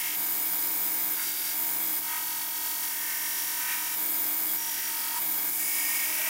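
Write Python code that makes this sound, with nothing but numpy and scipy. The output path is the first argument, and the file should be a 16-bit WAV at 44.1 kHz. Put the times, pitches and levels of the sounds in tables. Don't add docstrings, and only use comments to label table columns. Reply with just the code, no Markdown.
import sys
import numpy as np
from scipy import signal
from scipy.fft import rfft, irfft, next_fast_len
from scipy.io import wavfile

SR = 44100
rng = np.random.default_rng(int(sys.argv[2]) if len(sys.argv) > 2 else 0)


def generate_wav(sig):
    pcm = np.round(np.clip(np.atleast_2d(sig).T, -1, 1) * 32767).astype(np.int16)
    wavfile.write(sys.argv[1], SR, pcm)


N = 277388

# pitch_hz, level_db (per Hz)
RUMBLE_SPECTRUM = [(20, 10), (60, 8), (130, 5), (190, 0.5), (260, -16), (500, -33), (1500, -73)]
# pitch_hz, level_db (against the direct sound)
STEREO_WIDTH = [(150, -25), (400, -37), (600, -42), (900, -70), (2500, -72), (3500, -60), (5500, -31),
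                (9000, -14.5), (12000, -24), (14500, -9.5)]
# pitch_hz, level_db (rms)
HUM_TONES = [(102.3, -71), (183.0, -61.5)]
# multiple (of the turning rate), level_db (rms)
SINGING_TONES = [(7, -54.6), (15, -59.5), (17, -58.0), (21, -52.8), (22, -56.6), (27, -61.4), (29, -60.7),
                 (42, -57.1), (74, -62.0), (114, -52.7), (153, -53.2), (163, -57.8), (177, -54.2),
                 (182, -56.6), (189, -56.2), (195, -54.6), (251, -51.4), (259, -50.2), (269, -53.3),
                 (270, -53.4), (283, -51.7), (289, -49.1), (293, -52.1), (308, -46.2), (309, -41.7),
                 (328, -43.7), (329, -46.1), (339, -45.3)]
# pitch_hz, level_db (per Hz)
BELT_HISS_SPECTRUM = [(130, -31), (220, -25.5), (300, -8.5), (500, -19), (700, -13), (1200, -15),
                      (2200, -23.5), (2800, -18), (4200, -14.5), (7000, -12), (12500, -7), (14000, 4),
                      (15700, -1.5)]
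# pitch_hz, width_hz, lift_db
FRAME_RESONANCES = [(284, 9.2, 5), (398, 37, 5.5), (895, 130, 5), (1611, 250, 11.5), (2236, 420, 18.5),
                    (2987, 19, 12.5), (3328, 27, 18.5), (3694, 40, 12), (3750, 19, 2), (4665, 37, 10.5),
                    (5040, 71, 12.5), (6800, 9.1, 18.5), (9420, 85, 7), (10540, 860, 4.5)]
# pitch_hz, share (0-1)
BELT_REPEAT_SHARE = [(200, 0.33), (800, 0.15), (2000, 0.56), (5000, 0.37), (10000, 0), (14000, 0)]
# touch_s, lift_off_s, drag_hz (final slow-down), machine_change_db (final), seating_s (time to settle)
PASSES = [(-0.3, 0.145, 0.53, -4.5, 0.03), (1.145, 1.53, 0.45, -4, 0.036),
          (1.986, 3.941, 0.46, -5.5, 0.036), (4.565, 5.175, 0.45, -5, 0.024),
          (5.496, 6.494, 0.32, -3, 0.19)]
# middle_s, length_s, platen_lift_db, bending_lift_db
PUSHES = [(0.03, 0.14, 1.5, 2.5), (1.197, 0.087, 14, 7), (2.142, 0.16, 7, 8), (3.13, 0.37, -0.5, 2),
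          (3.708, 0.17, 2, 6), (4.82, 0.15, -4.5, 5), (5.18, 0.08, 10.5, 1), (5.971, 0.15, 1.5, 2),
          (6.28, 0.12, 2.5, 3)]
# pitch_hz, level_db (per Hz)
SCRAPE_SPECTRUM = [(500, -60), (900, -23.5), (1150, -31.5), (1800, -13), (2800, -7.5), (4200, -11.5),
                   (5500, -3.5), (8000, 4.5), (11000, 8), (14500, 3), (15700, 12.5)]
# multiple (of the turning rate), level_db (relative)
GRIT_MARKS = [(18, -2.8), (19, -3.1), (21, 1.8), (22, 2.4), (30, -3.8), (31, 2.2), (32, -4.6), (40, -3.6),
              (41, 3.7), (44, 3.7), (45, -3.8), (48, 2.7), (55, -4.1), (57, -4.8), (60, 4.3), (61, 3.9),
              (62, 3.8), (65, -6.8), (66, -5.6), (72, 5.0), (89, 5.4), (91, 3.6), (98, 4.8), (102, 4),
              (106, 5.3), (111, 4.2), (114, 4.4), (129, 4)]
# pitch_hz, share (0-1)
GRIT_REPEAT_SHARE = [(900, .94), (2000, .87), (5000, .75), (10000, .55), (14000, .42)]
# pitch_hz, width_hz, lift_db
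GRIP_1 = [(706, 135.9, 15), (960, 67, 17), (1273, 59.7, 15), (1840, 1800, 23), (2134.8, 42.5, 16)]
GRIP_2 = [(640, 52.7, 15), (744.6, 35.0, 10.0), (980, 150, 11), (1450, 780, 20.5), (2150, 74, 17.6),
          (3730, 227.4, 9.1), (4730, 220, 14.6), (5660, 71, 5)]
GRIP_3_START = [(471.2, 45.0, 8.8), (745, 65, 13.4), (949.4, 82, 19.5), (1257, 69, 22.8), (1547, 210, 19.3),
                (1873, 46, 19), (2150, 170, 14), (3280, 130, 3.9), (3750, 41, 8.6), (4467, 40, 13.6),
                (11700, 310, 7)]
GRIP_3_MIDDLE = [(614.1, 86.8, 18), (774, 33, 14), (957, 126, 24), (1196, 310, 24), (1530, 30, 17.7),
                 (1812, 290, 16), (2143, 120, 15), (5650, 160, 5.8), (10260, 86, 7.9), (11900, 93, 13)]
GRIP_3_END = [(953, 54, 17), (1265, 129.1, 14.4), (1441, 1400, 5.8), (1528, 42, 17.6), (1850, 211.3, 10.5),
              (2170, 63, 10), (2360, 38, 13), (3810, 50.6, 7.4), (5600, 130, 4.3)]
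GRIP_4_START = [(471.4, 45.0, 16.0), (629, 111.0, 9.4), (940.5, 53, 26), (1250, 81, 18), (1520, 42, 22),
                (1900, 920.0, 19), (5690, 110, 13)]
GRIP_4_END = [(471.9, 45.0, 11.3), (614.7, 45.0, 9.2), (939, 120, 23), (1200, 940, 25.4), (1270, 48, 9.2),
              (1880, 79, 8.9), (2240, 270, 7.3), (3300, 60, 9), (4600, 1100, 9.5)]
GRIP_5 = [(471.2, 45.0, 16), (604, 88.4, 29), (750, 100, 13), (975, 49, 18), (1180, 340, 17.3),
          (1710, 33, 5), (1856, 45, 19.7), (2220, 270, 18.4), (4990, 210, 11.5), (6890, 270, 5.5),
          (9600, 170, 5.4)]
GRIP_5_END = [(620, 120, 31), (960, 83, 9.5), (1260, 86, 15), (1540, 200, 14), (1880, 76, 13),
              (2260, 690, 12), (5000, 200, 5.6), (5700, 180, 4.3)]
# middle_of_slide_s, firmness (factor on the repeating share), platen_db, bending_db, high_ring_db, hiss_db, grip
HOLDS = [(-0.3, 1.0, -51, -41.5, -41.5, -37.5, GRIP_1), (0.8, 0.81, -58, -45, -41, -37.5, GRIP_2),
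         (1.8, 1.01, -47, -48, -44, -38.5, GRIP_3_START), (2.6, 1.1, -46.5, -47, -43, -35.8, GRIP_3_START),
         (2.88, 1.02, -49.5, -42.5, -43.5, -36.5, GRIP_3_MIDDLE),
         (3.25, 1.06, -48.5, -42.5, -40, -35, GRIP_3_MIDDLE),
         (3.56, 0.92, -46, -43.5, -42.5, -36, GRIP_3_END), (4.3, 0.96, -46, -47, -40.5, -37, GRIP_4_START),
         (4.91, 0.92, -46.5, -43, -42, -36.5, GRIP_4_END), (5.35, 0.67, -47, -36, -40.5, -32.5, GRIP_5),
         (6.09, 0.68, -47, -38.5, -41.5, -35, GRIP_5_END)]
REGISTER_EDGES_HZ = [1226, 2940, 5920]

IDLE_HZ = 44.25
SLOW_DOWN_S, SPIN_UP_S = 0.075, 0.07
SINK_S, RECOVER_S = 0.015, 0.044
CUT_IN_S, LIFT_OFF_S = 0.072, 0.032
HISS_FOLLOWS = 0.3
FIRST_BITE_DB, FIRST_BITE_S = 6, 0.13
SLIDE_S = 0.22
CUTOFF_HZ = 15800

TIME = np.arange(N) / SR
SIZE = next_fast_len(N)
FREQS = np.maximum(np.arange(SIZE // 2 + 1) * SR / SIZE, 1)


def from_db(db):
    return 10 ** (np.asarray(db) / 20)


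def rms_one(x):
    return x / np.sqrt(np.mean(x ** 2) + 1e-20)


def over_hz(points):
    hz, value = np.transpose(points)
    return np.interp(np.log(FREQS), np.log(hz), value)


def filtered(x, gain):
    return irfft(rfft(x, SIZE) * gain, SIZE)[..., :N]


def below(hz, order):
    return 1 / np.sqrt(1 + (FREQS / hz) ** (2 * order))


def body(spectrum, resonances):
    lift_db = sum(db / (1 + (2 * (FREQS - hz) / width) ** 2) for hz, width, db in resonances)
    return from_db(over_hz(spectrum) + lift_db) * below(CUTOFF_HZ, order=60)


def drift(rate_hz):
    pole = np.exp(-2 * np.pi * rate_hz * 40 / SR)
    noise = rng.standard_normal(N // 40 + 2002)
    slow = signal.lfilter([1], [1, -2 * pole, pole * pole], noise)[2000:]
    return np.interp(np.arange(N) / 40, np.arange(len(slow)), rms_one(slow))


def surface(turns, count, uneven_db, marks=(), size=8192):
    fine = np.minimum(np.arange(count) / 80, 1)
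    heights_db = uneven_db * rng.standard_normal(count) * fine
    for multiple, db in marks:
        heights_db[int(multiple)] = db
    heights = from_db(heights_db) * np.exp(2j * np.pi * rng.random(count))
    heights = heights * (np.arange(count) >= 2)
    profile = rms_one(irfft(heights, size))
    return np.interp(turns % 1 * size, np.arange(size), profile)


def rubbing(repeating, fresh, repeat_share):
    share = np.clip(repeat_share, 0, 1)
    return filtered(repeating, np.sqrt(share)) + filtered(fresh, np.sqrt(1 - share))


def contact(touch_s, lift_s, attack_s, release_s):
    settled = 1 - np.exp(-np.maximum(TIME - touch_s, 0) / attack_s)
    return settled * np.clip(1 - (TIME - lift_s) / release_s, 0, 1)


def rumble(level_db):
    mid, side = filtered(rng.standard_normal((2, N)), from_db(over_hz(RUMBLE_SPECTRUM)))
    opposite = rms_one(side) * np.array([[1], [-1]])
    return from_db(level_db) * (opposite + from_db(-13.0) * rms_one(mid))


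def shop(direct, size=1500):
    echoes = rng.standard_normal(size) * np.hanning(2 * size)[size:]
    echoed = signal.fftconvolve(direct, echoes / np.linalg.norm(echoes))[:N]
    side = filtered(echoed, from_db(over_hz(STEREO_WIDTH)))
    return np.array([direct + side, direct - side])


def speed():
    drags = [drag * contact(touch, lift, SLOW_DOWN_S, SPIN_UP_S) for touch, lift, drag, _, _ in PASSES]
    return IDLE_HZ - sum(drags)


def sinking_db():
    return sum(db * contact(touch, lift, SINK_S, RECOVER_S) for touch, lift, _, db, _ in PASSES)


def motor(level_db, waver_db):
    tones = 0
    for hz, db in HUM_TONES:
        tones = tones + from_db(db) * np.sqrt(2) * np.sin(2 * np.pi * (hz * TIME + rng.random()))
    return tones * from_db(level_db + waver_db * drift(17))


def whine(turns, multiple, db, waver_db, wander):
    phase = 2 * np.pi * (multiple * turns + rng.random()) + wander * drift(6.5)
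    return from_db(db + waver_db * drift(14)) * np.sqrt(2) * np.sin(phase)


def singing(turns, level_db):
    return sum(whine(turns, multiple, db + level_db, waver_db=1.2, wander=.2)
               for multiple, db in SINGING_TONES)


def belt(turns, level_db, flutter_db):
    rough = surface(turns, count=370, uneven_db=4.0)
    force = rubbing(rough, rng.standard_normal(N), over_hz(BELT_REPEAT_SHARE))
    hiss = rms_one(filtered(force, body(BELT_HISS_SPECTRUM, FRAME_RESONANCES)))
    drone = filtered(hiss, below(4000, order=4))
    slap = from_db(flutter_db * surface(turns, count=11, uneven_db=0))
    return from_db(level_db) * rms_one(drone + slap * (hiss - drone))


def grains(per_s, spread_db):
    sizes = from_db(spread_db * np.minimum(rng.exponential(1, N), 4)) * rng.choice([-1, 1], N)
    return rms_one(sizes * (rng.random(N) < per_s / SR))


def pushes_db():
    platen = bending = 0
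    for middle, length, platen_db, bending_db in PUSHES:
        swell = np.exp(-(2 * (TIME - middle) / length) ** 2)
        platen = platen + platen_db * swell
        bending = bending + bending_db * swell
    first_bite = sum((TIME > touch) * np.exp(-np.abs(TIME - touch) / FIRST_BITE_S) for touch, *_ in PASSES)
    hiss = FIRST_BITE_DB * first_bite + HISS_FOLLOWS * platen
    return np.array([platen, bending, 0 * bending, hiss])


def held_blade(grit):
    lows = [below(hz, order=12) ** 2 for hz in REGISTER_EDGES_HZ]
    registers = np.sqrt(np.abs(np.diff([0 * FREQS, *lows, 1 + 0 * FREQS], axis=0)))
    slides = [np.clip((TIME - hold[0]) / SLIDE_S + .5, 0, 1) for hold in HOLDS[1:]]
    reached = [1] + slides + [0]
    strikes = grains(per_s=16000, spread_db=2.0)
    out = 0
    for k, (_, firmness, *levels_db, grip) in enumerate(HOLDS):
        force = rubbing(grit, strikes, firmness * over_hz(GRIT_REPEAT_SHARE))
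        rings = filtered(force, registers * body(SCRAPE_SPECTRUM, grip))
        levelled = np.array([from_db(db) * rms_one(ring) for db, ring in zip(levels_db, rings)])
        out = out + (reached[k] - reached[k + 1]) * levelled
    return out


def grinding(turns, judder, bite_db):
    grit = surface(turns + judder * drift(4.1), count=370, uneven_db=3.0, marks=GRIT_MARKS)
    seated = sum(contact(touch, lift, seating_s, LIFT_OFF_S) for touch, lift, _, _, seating_s in PASSES)
    cutting = sum(contact(touch, lift, CUT_IN_S, LIFT_OFF_S) for touch, lift, _, _, _ in PASSES)
    gains = np.array([seated, seated, seated, cutting]) * from_db(pushes_db() + bite_db * drift(23))
    return np.sum(gains * held_blade(grit), axis=0)


def scene():
    turns = np.cumsum(speed()) / SR
    machine = belt(turns, level_db=-29.5, flutter_db=1.64)
    machine = machine + singing(turns, level_db=0.0) + motor(level_db=1.4, waver_db=1.5)
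    direct = from_db(sinking_db()) * machine + grinding(turns, judder=0.00022, bite_db=0.82)
    direct = filtered(direct, np.sqrt(1 - below(100, order=3) ** 2))
    return shop(direct) + rumble(level_db=-58.0)


def record(dry):
    return filtered(dry, below(CUTOFF_HZ, order=250))


dry = scene()
out = record(dry)
generate_wav(out)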